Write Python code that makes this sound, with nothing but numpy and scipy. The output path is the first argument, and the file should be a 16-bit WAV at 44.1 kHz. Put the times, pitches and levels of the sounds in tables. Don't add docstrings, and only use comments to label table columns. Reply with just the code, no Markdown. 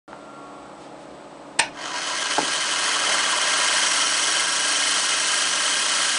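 import sys
import numpy as np
from scipy import signal
from scipy.fft import rfft, irfft, next_fast_len
from scipy.io import wavfile
from scipy.ndimage import map_coordinates

SR = 44100
rng = np.random.default_rng(int(sys.argv[2]) if len(sys.argv) > 2 else 0)


def waveform_to_disk(signal):
    frames = np.transpose(np.atleast_2d(signal))
    scaled = np.clip(frames, -1, 1) * 32767
    samples = np.round(scaled).astype(np.int16)
    wavfile.write(sys.argv[1], SR, samples)


N = 272538


def paper_clip():
    # pitch in Hz, width in Hz, relative level in dB.
    lid_modes = [(328, 64, -26.5), (417, 27.5, -15), (619.6, 47, -9.5), (772, 69, -12.5), (997, 52, -7),
                 (1069.5, 26.5, -4), (1136, 110, -10.5), (1347, 65, -1.07), (1484, 415, -7),
                 (1598, 83, -0.5), (1854, 67, -7.5), (2113, 110, -6.5), (2482, 175, -11.5), (2642, 51, -7),
                 (2905, 214, -7.5), (3150, 123, -5), (3307, 65, -5), (3790, 980, -13.5), (4340, 190, -8.0),
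                 (4463, 86, -7.5), (4970, 550, -12), (5550, 174, -7.5), (5730, 430, -14), (6100, 84, -5.5),
                 (6580, 630, -13), (7816, 227, -8.5), (8470, 320, -9), (9460, 310, -11), (9924, 210, -9.5)]
    crossovers = [1250, 2550, 3500, 7200]
    # full level in dB, knee in turns per second, steepness,
    # swell in dB, then the swell's centre and width in turns per second.
    builds = [(-35, 1.26, 1.1, 5.5, 8.6, 3.95), (-28.6, 3, 0.98, 3, 9.45, 4.9),
              (-29, 3.3, 1.28, 1.5, 8.9, 4.8), (-27, 3.3, 1.36, 1.2, 10.2, 3.5),
              (-29, 5.1, 1.68, 1.2, 11.2, 3.1)]
    stick_speed, free_speed = 0.44, 1.22
    speed = spin()
    contact = chatter(speed, slow_rate=200, per_turn=220, spread_db=2.5, scrape_db=-4)
    flutter = amp(0.34 * wobble(60))
    lid = unit(filtered(contact * flutter, lambda f: body(lid_modes, f)))
    knocks = chatter(speed, slow_rate=69, per_turn=60, spread_db=0, scrape_db=-4.5)
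    wire = amp(-15) * unit(filtered(knocks, lambda f: body([(1622, 28, 0)], f)))
    rattle = turning(room(lid, wet_db=-11.5) + wire, speed)
    lowpassed = [filtered(rattle, lambda f: below(f, edge, order=24)) for edge in crossovers]
    registers = np.diff([np.zeros(N), *lowpassed, rattle], axis=0)
    sound = sum(unit(band) * rubbing(speed, *build) for band, build in zip(registers, builds))
    loose = np.interp(speed, [stick_speed, free_speed], [0, 1])
    drift = amp(0.48 * wobble(6))
    return sound * loose * drift


def spin():
    motor_on_s, top_speed, run_up_s = 1.64, 19.2, 2.76
    running_s = np.maximum(clock() - motor_on_s, 0)
    return top_speed * (1 - np.exp(-running_s / run_up_s))


def chatter(speed, slow_rate, per_turn, spread_db, scrape_db):
    rate = slow_rate + per_turn * speed
    hits = rng.random(N) < rate / SR
    impacts = hits * amp(spread_db * rng.standard_normal(N)) * rng.choice([-1, 1], N)
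    scrape = amp(scrape_db) * rng.standard_normal(N)
    return unit(impacts / np.sqrt(rate)) + scrape


def turning(x, speed):
    # frequency in Hz, depth from 0 to 1, phase in cycles.
    swing = [(600, 0.18, -0.29), (980, 0.26, -0.44), (1360, 0.08, 0.36), (1840, 0.19, -0.023),
             (2100, 0.35, 0.1), (2860, 0.16, 0.42), (3070, 0.41, -0.094), (3330, 0.37, -0.21),
             (4020, 0.13, 0.49), (5830, 0.21, 0.06), (7040, 0.2, -0.39), (8950, 0.19, -0.05)]
    hz, depth, phase = np.transpose(swing)
    angle = 4 * np.pi * np.cumsum(speed) / SR
    lobe = lambda f: np.interp(f, hz, depth * np.exp(2j * np.pi * phase))
    in_phase = filtered(x, lambda f: lobe(f).real)
    quadrature = filtered(x, lambda f: lobe(f).imag)
    return x + np.cos(angle) * in_phase - np.sin(angle) * quadrature


def rubbing(speed, full_db, knee, steepness, swell_db, swell_speed, swell_width):
    growth = (speed / np.hypot(speed, knee)) ** steepness
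    return growth * amp(full_db + swell_db * hump(speed, swell_speed, swell_width))


def drags():
    # centre in seconds, length in seconds, level in dB.
    swells = [(1.803, .045, -34.5), (1.955, .06, -35.5), (2.14, .04, -33)]
    # pitch in Hz, width in Hz, relative level in dB.
    squeal_modes = [(980, 19, 3), (1564, 35, -7), (1860, 40, -5), (2060, 50, -11), (4400, 91, -13)]
    slips = chatter(spin(), slow_rate=120, per_turn=52, spread_db=3, scrape_db=-6)
    return strokes(swells) * unit(filtered(slips, lambda f: body(squeal_modes, f)))


def zing():
    # pitch in Hz, width in Hz, relative level in dB.
    zing_modes = [(5640, 200, 2), (5800, 48, -1.5)]
    speed = spin()
    ring = filtered(rng.standard_normal(N), lambda f: body(zing_modes, f))
    swell = amp(-31.5) * tent(speed, top=10.9, rise_db=7, fall_db=1.5)
    return swell * unit(turning(ring, speed))


def switch():
    # start in seconds, then relative levels of ring and tick in dB.
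    contacts = [(1.5890, -21, -23), (1.5924, -18, 1), (1.5952, -1.5, -30.5), (1.5993, -19, -0.5),
                (1.611, -23, -29)]
    # pitch in Hz, width in Hz, relative level in dB.
    case_modes = [(70, 150, -27), (306, 36, -20), (560, 53, -14), (886, 57, 6.5), (1500, 61, -1),
                  (1750, 280, -3), (2310, 120, -2.5), (2490, 126, 1), (2850, 260, -3.5), (3650, 560, -10),
                  (4330, 260, -10), (5130, 280, -4.5), (5290, 380, -7), (5670, 400, -10.5)]
    # frequency in Hz, relative level in dB.
    tick_colour = [(200, -24), (2000, -3), (5000, -8), (7000, -13), (8400, 5), (10000, -17)]
    tick_t60_s = 0.0098
    t = np.arange(SR // 4) / SR
    ring = blow(lambda f: body(case_modes, f))
    rings, tick_envelope = np.zeros(N), np.zeros(N)
    for start, ring_db, tick_db in contacts:
        add(rings, start, amp(ring_db) * ring)
        add(tick_envelope, start, amp(tick_db - 60 * t / tick_t60_s))
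    return room(rings, wet_db=-2.5) + room(0.54 * tick_envelope * noise(tick_colour), wet_db=-18)


def bumps():
    # start in seconds, level in dB, cut-off in Hz (lower is softer).
    contacts = [(.1305, -25.5, 3950), (2.379, -20, 900), (2.382, -7, 1400), (2.3845, -14.5, 1300),
                (2.3889, -10, 800), (2.404, -21, 200), (2.428, -21, 200)]
    # pitch in Hz, width in Hz, relative level in dB.
    desk_modes = [(152, 32, -15), (281, 49, -3), (430, 113, -2.5), (564, 123, 1.5), (864, 87, 7.5),
                  (1190, 130, -4.5), (1450, 260, 2)]
    thuds = np.zeros(N)
    for start, db, soft_hz in contacts:
        thud = blow(lambda f: body(desk_modes, f) / (1 + 1j * f / soft_hz) ** 2)
        add(thuds, start, amp(db) * thud)
    return room(thuds, wet_db=-12)


def fingers():
    # centre in seconds, length in seconds, level in dB.
    brushes = [(.835, .09, -52), (1.02, .07, -54)]
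    return strokes(brushes) * noise([(200, -16), (1500, 1), (4000, 0.5), (10000, -8)])


def background():
    # frequency in Hz, relative level in dB.
    air_colour = [(20, -44.5), (45, -22), (64, -14), (92, -34.5), (130, -9.5), (300, -4), (450, -5),
                  (750, -3.5), (1050, -5.5), (1380, -8.5), (1650, -15), (4000, -21.5), (6200, -28),
                  (8100, -27), (10000, -33.5)]
    # pitch in Hz, relative level in dB.
    hum_tones = [(60, -74.5), (139.5, -62.5), (175.0, -62.5), (209.0, -57.5), (278.5, -63), (288.0, -51.5),
                 (314.5, -53.5), (327.0, -60.5), (348.0, -60.5), (370.5, -59.5), (487.0, -60), (539.0, -57),
                 (552.5, -62.5), (576.0, -51), (615.5, -62), (629.0, -54), (654.5, -58.5), (686.0, -64),
                 (696.0, -61.5), (719.0, -52.5), (857.0, -61), (1258.5, -60)]
    # pitch in Hz, peak level in dB, peak time in seconds.
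    whine_tones = [(824, -50, 0.68), (1112, -48.5, 0.44), (1374, -45, 0.38)]
    # pitch in Hz, level in dB.
    whistle_tones = [(7951, -83), (8008, -67.5), (8040, -75)]
    t = clock()
    air = amp(-44) * noise(air_colour)
    hum = amp(-0.5) * tones(hum_tones, waver=0.58)
    whine = sum(tent(t, peak_s, rise_db=34, fall_db=40) * tones([(hz, db)], waver=0.4)
                for hz, db, peak_s in whine_tones)
    whistle = tones(whistle_tones, waver=0.94)
    throb_hz, period_s = 68, 0.508
    beat = np.cos(np.pi * (t - 0.12) / period_s) ** 8
    throb = amp(-61) * beat * np.sin(2 * np.pi * throb_hz * t)
    return air + hum + whine + whistle + throb


def room(x, wet_db):
    # frequency in Hz, seconds to fall by 60 dB.
    decay_times = [(150, 0.9), (1000, 0.23), (3000, 0.23), (10000, 0.18)]
    hz, t, spectra = signal.stft(rng.standard_normal(SR // 2), SR, nperseg=256)
    decay = amp(-60 * t / along(decay_times, hz)[:, None])
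    tail = signal.istft(spectra * decay, SR, nperseg=256)[1]
    tail = np.pad(tail / np.linalg.norm(tail), (SR // 200, 0))
    return x + amp(wet_db) * signal.fftconvolve(x, tail)[:N]


def tones(lines, waver):
    return sum(amp(db + 1.94 * wobble(4)) * np.sqrt(2)
               * np.sin(2 * np.pi * hz * clock() + waver * wobble(5)) for hz, db in lines)


def noise(spectrum):
    return unit(filtered(rng.standard_normal(N), lambda hz: amp(along(spectrum, hz))))


def body(modes, f):
    return sum((-1) ** k * amp(db) * 1j * f * width / (hz * hz - f * f + 1j * f * width)
               for k, (hz, width, db) in enumerate(modes))


def blow(response):
    ring = filtered(signal.unit_impulse(SR // 4), response)
    return ring / np.abs(ring).max()


def filtered(x, response):
    size = next_fast_len(len(x) + SR // 4, True)
    hz = np.fft.rfftfreq(size, 1 / SR)
    return irfft(rfft(x, size) * response(hz), size)[:len(x)]


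def below(f, edge_hz, order):
    return 1 / (1 + (f / edge_hz) ** order)


def strokes(rows):
    return sum(amp(db) * hump(clock(), centre_s, length_s) for centre_s, length_s, db in rows)


def hump(x, centre, width):
    return np.exp(-(2 * (x - centre) / width) ** 2)


def tent(x, top, rise_db, fall_db):
    return amp(-rise_db * np.maximum(top - x, 0) - fall_db * np.maximum(x - top, 0))


def wobble(rate):
    knots = rng.standard_normal(int(N * rate / SR) + 4)
    return map_coordinates(knots, [clock() * rate])


def along(points, hz):
    frequencies, values = np.transpose(points)
    return np.interp(np.log(hz + 1), np.log(frequencies + 1), values)


def add(track, start_s, sound):
    track[round(start_s * SR):][:len(sound)] += sound


def amp(db):
    return 10 ** (np.asarray(db) / 20)


def unit(x):
    return x / np.sqrt(np.mean(x ** 2) + 1e-20)


def clock():
    return np.arange(N) / SR


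def scene():
    mono = paper_clip() + drags() + zing() + switch() + bumps() + fingers() + background()
    return np.array([mono, mono])


def record(dry):
    start_s, ceiling_db, top_hz = 0.079, -2.5, 10080
    opened = dry * (clock() > start_s)
    rounded = opened / (1 + (opened / amp(ceiling_db)) ** 6) ** (1 / 6)
    return np.array([filtered(x, lambda f: below(f, top_hz, order=300)) for x in rounded])


dry = scene()
out = record(dry)
waveform_to_disk(out)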